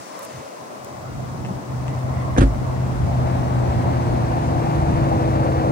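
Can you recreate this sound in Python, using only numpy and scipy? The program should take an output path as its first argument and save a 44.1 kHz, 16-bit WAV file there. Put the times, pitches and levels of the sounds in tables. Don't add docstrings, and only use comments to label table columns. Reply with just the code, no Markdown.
import sys
import numpy as np
from scipy import signal
from scipy.fft import rfft, irfft
from scipy.io import wavfile
from scipy.ndimage import map_coordinates

SR = 44100
rng = np.random.default_rng(int(sys.argv[2]) if len(sys.argv) > 2 else 0)


def dump(signal):
    limited = np.clip(np.atleast_2d(signal).T, -1, 1)
    pcm = np.round(limited * 32767).astype(np.int16)
    wavfile.write(sys.argv[1], SR, pcm)


N = 251811
TIME = np.arange(N) / SR
FREQS = np.maximum(np.arange(N // 2 + 1) * SR / N, 1)
CUTOFF_HZ = 15900


def from_db(db):
    return 10 ** (np.asarray(db) / 20)


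def in_time(rows):
    s, *columns = np.transpose(rows)
    return [np.interp(TIME, s, c) for c in columns]


def over_hz(points):
    hz, value = np.transpose(points)
    return np.interp(np.log(FREQS), np.log(hz), value)


def colour(x, gain):
    return irfft(rfft(x) * gain, N)


def noise(gain):
    real, imaginary = rng.standard_normal((2, len(FREQS)))
    x = irfft(gain * (real + 1j * imaginary), N)
    return x / x.std()


def drift(rate_hz):
    return noise(1 / (1 + (FREQS / rate_hz) ** 2))


def swing(rows):
    level_db, = in_time(rows)
    return level_db - level_db.mean()


def hump(s, width_s):
    return np.exp(-((TIME - s) / width_s) ** 2)


def until(s, width_s):
    return (1 - np.tanh((TIME - s) / width_s)) / 2


def burst(s, t60, rise):
    age = np.maximum(TIME - s, 0)
    decay = from_db(-60 * np.minimum(age / t60, 2))
    return (1 - np.exp(-age / rise)) * decay * (age < 2 * t60)


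def at_ports(x, lead_ms):
    half = lead_ms * SR / 2000
    return np.array([map_coordinates(x, [np.arange(N) + side * half], order=5, mode="mirror")
                     for side in (1, -1)])


def resonance(hz, width_hz):
    tone = (1 + (FREQS / width_hz) ** 2) ** (-3 / 2)
    phase = 2 * np.pi * np.cumsum(hz * np.ones(N)) / SR
    return noise(tone) * np.cos(phase) + noise(tone) * np.sin(phase)


def strike(times, blow_db, contact_s, modes):
    force, out = np.full(N, 1e-18), 0
    for s, db, length in np.broadcast(times, blow_db, contact_s):
        push = np.sin(np.linspace(0, np.pi, max(int(length * SR), 3)))
        force[round(s * SR):][:len(push)] += from_db(db) * push / push.sum()
    for hz, db, t60 in modes:
        radius, angle = from_db(-60 / (t60 * SR)), 2 * np.pi * hz / SR
        numerator = [0, from_db(db) * np.sin(angle)]
        denominator = [1, -2 * radius * np.cos(angle), radius * radius]
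        out = out + signal.lfilter(numerator, denominator, force)
    return out


def thin_hiss(hiss_db=-65.0):
    tone = 1 / (1 + (13000 / FREQS) ** 16) * (FREQS < CUTOFF_HZ)
    return from_db(hiss_db) * noise(tone)


# t/s, level/dB (only the shape counts)
BASS_LEVEL = [(0.0, -49), (0.06, -75), (0.24, -61), (0.38, -40), (0.52, -85), (0.61, -48), (0.68, -61),
              (.85, -49), (1.2, -26.8), (1.31, -33), (1.54, -26.5), (1.61, -44), (1.75, -26.5), (2.3, -25),
              (2.55, -28.5), (2.9, -23.5)]


def bass_dip():
    level_db, = in_time(BASS_LEVEL)
    return level_db - level_db[-1]


# t/s, lead of the left microphone/ms, share that arrives directly/0-1
ROAD_BEARING = [(0, -0.53, 0.52), (1, -0.25, 0.3), (1.6, -0.31, 0.1), (2.1, 0.17, 0.1), (2.7, 0.36, 0.1),
                (3.4, 0.51, 0.45), (4.3, 0.45, 0.46), (5.7, 0.45, 0.85)]
# f/Hz, relative level per Hz/dB
ROAD_COLOUR = [(25, -44), (38, -65), (55, -50.5), (90, -44.5), (170, -51.5), (280, -54), (410, -59.5),
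               (570, -56.5), (690, -55), (880, -58), (1300, -69), (1750, -71.5), (2200, -75), (2650, -76.5),
               (3100, -79.5), (6000, -77.5), (9500, -81.5), (15000, -99)]
# f/Hz, left minus right level/dB
PORT_SHADE = [(100, 0.5), (270, 2.5), (450, 3), (740, 5), (1220, 1.5), (2000, 1), (3300, 1.5), (5500, 9),
              (9000, 3.5), (15000, -5.5)]
# t/s, level/dB (swing about its mean)
ROAR_LEVEL = [(0.0, -43.5), (1.22, -39.5), (2.19, -35.5), (2.6, -35.5), (3.1, -33), (3.59, -30),
              (4.89, -28.5), (5.7, -27.5)]
# t/s, level/dB (swing about its mean)
TREBLE_LEVEL = [(0.0, -45), (1.03, -52.5), (2.63, -52.5), (3.76, -51), (5.11, -50.5), (5.7, -51.5)]
# centre f/Hz, relative level/dB, shares of the bass, roar and treble swings
ROAD_BANDS = [(52, 5, 1.2, 0, 0), (121, 1.73, 0.8, 0, 0), (347, -3.5, 0.058, 0.9, 0.091),
              (710, -4, 0.012, 1.16, 0.38), (2140, -3, 0.0073, 0.68, 0.68), (5600, -10, 0.03, 0.045, 0.92)]
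CLEAR_S, CLEARING_S, DEEP_LOSS_DB, DEEP_HZ = 2.2, 0.12, 14, 76
LULL_S, LULL_WIDTH_S, LULL_DB = 4.255, 0.33, 2.5


def traffic(port_gap_ms=1.0, scatter_hz=5000, bass_alike=0.63, flutter_db=1.8, swell_db=0.4, smooth_hz=1500):
    lead_ms, direct = in_time(ROAD_BEARING)
    low_cut = 1 / np.sqrt(1 + (36 / FREQS) ** 10)
    density = from_db(over_hz(ROAD_COLOUR)) * np.sqrt(SR / 2) * low_cut
    shade = from_db(np.outer([1, -1], over_hz(PORT_SHADE)) / 2)
    straight = rfft(at_ports(rng.standard_normal(N), lead_ms))

    alike = np.clip(bass_alike, 0, 1) * np.sinc(2 * FREQS * port_gap_ms / 1000)
    mid, side = rfft(rng.standard_normal((2, N)))
    scattered = np.sqrt((1 + alike) / 2) * mid + np.sqrt((1 - alike) / 2) * side * [[1], [-1]]

    bass_db = bass_dip() - LULL_DB * hump(LULL_S, LULL_WIDTH_S)
    swings_db = np.array([bass_db, swing(ROAR_LEVEL), swing(TREBLE_LEVEL)])
    sheltered_db = DEEP_LOSS_DB * until(CLEAR_S, CLEARING_S)
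    out, centres = 0, np.transpose(ROAD_BANDS)[0]
    for (hz, db, *follows), own in zip(ROAD_BANDS, np.eye(len(ROAD_BANDS))):
        level_db = db + np.dot(follows, swings_db) - sheltered_db / (1 + (hz / DEEP_HZ) ** 4)
        band = density * shade * np.interp(np.log(FREQS), np.log(centres), own)
        share = np.clip(direct / (1 + (hz / scatter_hz) ** 2), 0, 1)
        from_road = np.sqrt(share) * irfft(straight * band, N)
        from_around = np.sqrt(1 - share) * irfft(scattered * band, N)
        waver_db = (flutter_db * drift(21) + swell_db * drift(6.2)) / (1 + hz / smooth_hz)
        out = out + (from_road + from_around) * from_db(level_db + waver_db)
    return out


# t/s, f/Hz, level/dB (base for all modes)
GAP_PITCH = [(0, 620.5, -47), (.18, 560, -37), (.55, 589.5, -44.5), (1.05, 631, -41.5), (1.4, 738, -46.5),
             (1.62, 649, -47), (2.1, 625.4, -40.5), (2.6, 654, -43), (3.3, 662.5, -38.5), (4.2, 692, -45),
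             (4.7, 762.6, -41.5), (5.7, 699, -39)]
# f/Hz (the first is the reference pitch), width/Hz, relative level/dB,
# share of the swell, exponent with which it follows the pitch shift
GAP_RESONANCES = [(650.6, 122, -1.5, 0.66, 1), (1066, 140, -8.5, 1.43, .25), (1282, 260, -11, 0.78, .2),
                  (2030, 210, -22, 1.5, .2)]
GAP_SWELL_S, GAP_SWELL_WIDTH_S, GAP_SWELL_DB = 2.19, 0.91, 6.5


def between_cars(wander=0.0118, waver_db=2.5):
    lowest_hz, level_db = in_time(GAP_PITCH)
    shift = lowest_hz / GAP_RESONANCES[0][0] * (1 + wander * drift(5.88))
    swell_db = GAP_SWELL_DB * hump(GAP_SWELL_S, GAP_SWELL_WIDTH_S)
    out = 0
    for hz, width_hz, db, share, follows in GAP_RESONANCES:
        gain = from_db(level_db + db + share * swell_db + waver_db * drift(7.3))
        ring = np.array([resonance(hz * shift ** follows, width_hz) for port in range(2)])
        out = out + gain * ring
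    return out


# nearest t/s, firing f/Hz, speed/(m/s), distance/m, out of the cars' shadow t/s, waver/dB,
# fundamental level/dB, its gain ahead/dB, second harmonic level/dB, its gain ahead/dB (levels before the bass dip)
PASSING_VEHICLES = [(3.5, 77.1, 17, 13.92, 2.5, 1.3, -33, 6.6, -50, -14),
                    (4.253, 120.5, 23.3, 31.5, -4, 0.77, -24.5, 6.8, -37.5, -0.5),
                    (4.547, 168, 25.7, 38.6, 2.3, 0.4, -36.5, 2.5, -32, -10.5),
                    (4.699, 136.1, 20, 35, 3.5, 0.76, -38.5, 2, -41, 2.5),
                    (5.028, 140.1, 29, 16, 4.5, 1.1, -25, 0.67, -42, 9)]
SHADOW_DB, EMERGING_S = 9, 0.12
SOUND_M_PER_S = 343


def engines(jitter=0.0019):
    out = 0
    for nearest_s, firing_hz, speed, distance, emerges_s, waver_db, *harmonics in PASSING_VEHICLES:
        along = speed * (TIME - nearest_s)
        reach = np.hypot(along, distance)
        receding = along / reach
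        hz = firing_hz / (1 + receding * speed / SOUND_M_PER_S)
        phase = 2 * np.pi * np.cumsum(hz * (1 + jitter * drift(8.5))) / SR
        shadow_db = SHADOW_DB * until(emerges_s, EMERGING_S)
        gain = distance / reach * from_db(waver_db * drift(10.0) - shadow_db)
        for k, (db, ahead_db) in enumerate(np.reshape(harmonics, (2, 2)), 1):
            out = out + np.sqrt(2) * gain * from_db(db - ahead_db * receding) * np.sin(k * phase)
    return out * from_db(bass_dip())


# loudest t/s, half length/s, centre f/Hz, width/Hz, level/dB
APPROACHING_TYRES = (5.5, .5, 485.5, 80, -30)


def near_tyres():
    s, length, hz, width_hz, db = APPROACHING_TYRES
    return from_db(db) * hump(s, length) * resonance(hz, width_hz)


# t/s, level/dB, centre f/Hz, half length/s, width/log frequency ratio
DOOR_SWISHES = [(0.282, -50.5, 1350, 0.29, 0.77), (0.385, -40.5, 133, 0.05, 0.12),
                (.7, -48, 350, 0.32, 0.23), (1.16, -40, 65, .07, 0.52), (1.503, -34, 202, 0.16, 0.46)]


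def swishes():
    out = 0
    for s, db, hz, length, width in DOOR_SWISHES:
        tone = np.exp(-(np.log(FREQS / hz) / width) ** 2 / 2)
        out = out + from_db(db) * hump(s, length) * noise(tone)
    return out


# t/s, level/dB, centre f/Hz, t60/s, width/log frequency ratio
HANDLING_TICKS = [(0.191, -28, 13000, 0.012, 0.46), (0.223, -32, 11000, .012, 0.48),
                  (.230, -36, 8950, 0.055, 0.4), (.2425, -42, 10000, .02, .3),
                  (0.247, -33, 9450, .035, 0.27), (.359, -38, 2000, .02, .9),
                  (0.8457, -29, 10400, 0.015, 0.96), (1.989, -41, 4000, .015, 0.89),
                  (2.545, -32, 1400, .025, 0.29)]


def ticks():
    out = 0
    for s, db, hz, t60, width in HANDLING_TICKS:
        tone = 1 / (1 + (np.log(FREQS / hz) / width) ** 2)
        out = out + from_db(db) * burst(s, t60, rise=0.00084) * np.array([noise(tone), noise(tone)])
    return out


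# t/s, relative level/dB, contact/s
STAY_KNOCKS = [(1.4485, 0, .0002), (1.4548, -4, .0001), (1.462, -6, .0001), (1.8806, 1, .00005)]
# f/Hz, level/dB, t60/s
STAY_RING = [(754, -28, .02), (1290, -40, .025), (1750, -37, .014), (2080, -35, .016), (2630, -34, .022),
             (3070, -33, .01), (4400, -44, .008), (6200, -41, .016), (7940, -39, .007)]


def door_stay(lead_ms=0.11):
    times, db, contact_s = np.transpose(STAY_KNOCKS)
    knocks = sum((-1) ** k * strike(times, db, contact_s, [mode]) for k, mode in enumerate(STAY_RING))
    return at_ports(knocks, lead_ms)


# t/s, relative level/dB, contact/s, how far the latch is seated/0-1
LATCH_SNAPS = [(2.365, -1, 0.00045, .02), (2.3812, -8, .00005, 0), (2.3848, -10, .00007, 0),
               (2.4052, -5, .0004, 0.8), (2.409, -6, .00014, 0.93), (2.4160, -5, 0.00022, 0.74),
               (2.4240, -4.5, .00016, 0.9)]
# f/Hz, level while loose/dB, level when seated/dB, t60/s
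LATCH_RING = [(990, -35, -37, .05), (1180, -36, -29, .07), (1250, -42, -23, 0.092), (1444, -40, -19, .07),
              (1600, -26, -28, .055), (1726, -23.5, -32, 0.055), (1820, -34, -34, 0.058),
              (2030, -28, -43, 0.04), (2380, -29, -32, 0.049), (2575, -47, -27.5, .07),
              (2670, -45, -41, .08), (2950, -46, -39, 0.029), (3700, -42, -36, .03),
              (5980, -25, -44, 0.043), (6360, -24, -43, 0.046)]


def latch():
    hz, loose_db, seated_db, t60 = np.transpose(LATCH_RING)
    out = 0
    for s, db, contact_s, seated in LATCH_SNAPS:
        mode_db = loose_db + np.clip(seated, 0, 1) * (seated_db - loose_db)
        out = out + strike([s], db, contact_s, zip(hz, mode_db, t60))
    return out


# t/s, push on the cabin level/dB, knock on the panel level/dB, panel contact/s,
# clack level/dB, clack t60/s (all levels relative)
DOOR_BLOWS = [(2.366, -37, -12.5, .0019, -18, .015), (2.3755, -32, -22, 0.00074, 0, 0.021),
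              (2.3814, -11.5, -7.5, 0.00047, -1, 0.12), (2.385, -31, 1, 0.0019, -16, .03),
              (2.408, -7, -1, 0.0043, -1, .06), (2.417, -6.5, 1, .0022, -14, .05),
              (2.4254, -7, -17, 0.0005, -10, 0.13), (2.4361, -22, -3, .0021, -24, .05)]
# f/Hz, level/dB, t60/s
CABIN_RING = [(53.3, 7, 0.35), (83.5, -23, .13), (163, -20.5, 0.12)]
# f/Hz, level/dB, t60/s
PANEL_RING = [(193, -17, .103), (271, -14.5, 0.184), (343, -10.5, 0.21), (378, -13, 0.052),
              (480, -7, 0.033), (540, -13, 0.062), (570, -10, .116), (713, -12.5, .071), (916, -23, .042)]
# f/Hz, relative level per Hz/dB
CLACK_COLOUR = [(250, 3), (500, 7), (900, -5.5), (1600, 3.5), (2500, -10), (3400, -5.5), (4800, -13.5),
                (6200, -18), (9300, -13.5), (12000, -35), (15000, -36)]


def door(clack_db=-22.5, clack_pan_db=-2.5, latch_pan_db=-4.5, lead_ms=-0.405, clack_alike=0.31,
         push_s=0.0066, clatter_db=2.5):
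    times, push_db, knock_db, contact_s, latch_db, latch_t60 = np.transpose(DOOR_BLOWS)
    boom = -strike(times, push_db, push_s, CABIN_RING)
    panel = strike(times, knock_db, contact_s, PANEL_RING)
    metal = at_ports(latch(), lead_ms) * from_db(latch_pan_db * np.array([[1], [-1]]))

    rattle = sum(from_db(db) * burst(s, t60, rise=.0005) for s, db, t60 in zip(times, latch_db, latch_t60))
    rattle = rattle * from_db(clatter_db * drift(350))
    tone = from_db(over_hz(CLACK_COLOUR)) / (1 + (200 / FREQS) ** 2)
    alike = np.clip(clack_alike, 0, 1)
    shared = np.sqrt(alike) * at_ports(noise(tone), lead_ms)
    separate = np.sqrt(1 - alike) * np.array([noise(tone), noise(tone)])
    pan_db = clack_pan_db / (1 + (FREQS / 3200) ** 4)
    grain = colour(shared + separate, from_db(np.outer([1, -1], pan_db)))
    return at_ports(boom + panel, lead_ms) + metal + from_db(clack_db) * rattle * grain


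def scene():
    lead_ms, _ = in_time(ROAD_BEARING)
    road = traffic() + between_cars() + at_ports(engines() + near_tyres(), lead_ms)
    handling = swishes() + ticks() + door_stay()
    return thin_hiss() + road + handling + door()


# f/Hz, gain of left minus right/dB
STEREO_WIDTH = [(60, -2), (130, 2.5), (260, 2), (600, 1), (1200, 2.5), (2500, -0.5), (9000, 1.5)]
LOW_CUT_HZ = 39.5


def record(dry):
    side = colour((dry[0] - dry[1]) / 2, from_db(over_hz(STEREO_WIDTH)))
    wide = dry.mean(axis=0) + np.array([side, -side])
    lean = signal.sosfilt(signal.butter(4, LOW_CUT_HZ, "high", fs=SR, output="sos"), wide)
    rounded = lean / (1 + lean ** 8) ** (1 / 8)
    return signal.sosfilt(signal.ellip(10, .1, 90, CUTOFF_HZ, fs=SR, output="sos"), rounded)


dry = scene()
out = record(dry)
dump(out)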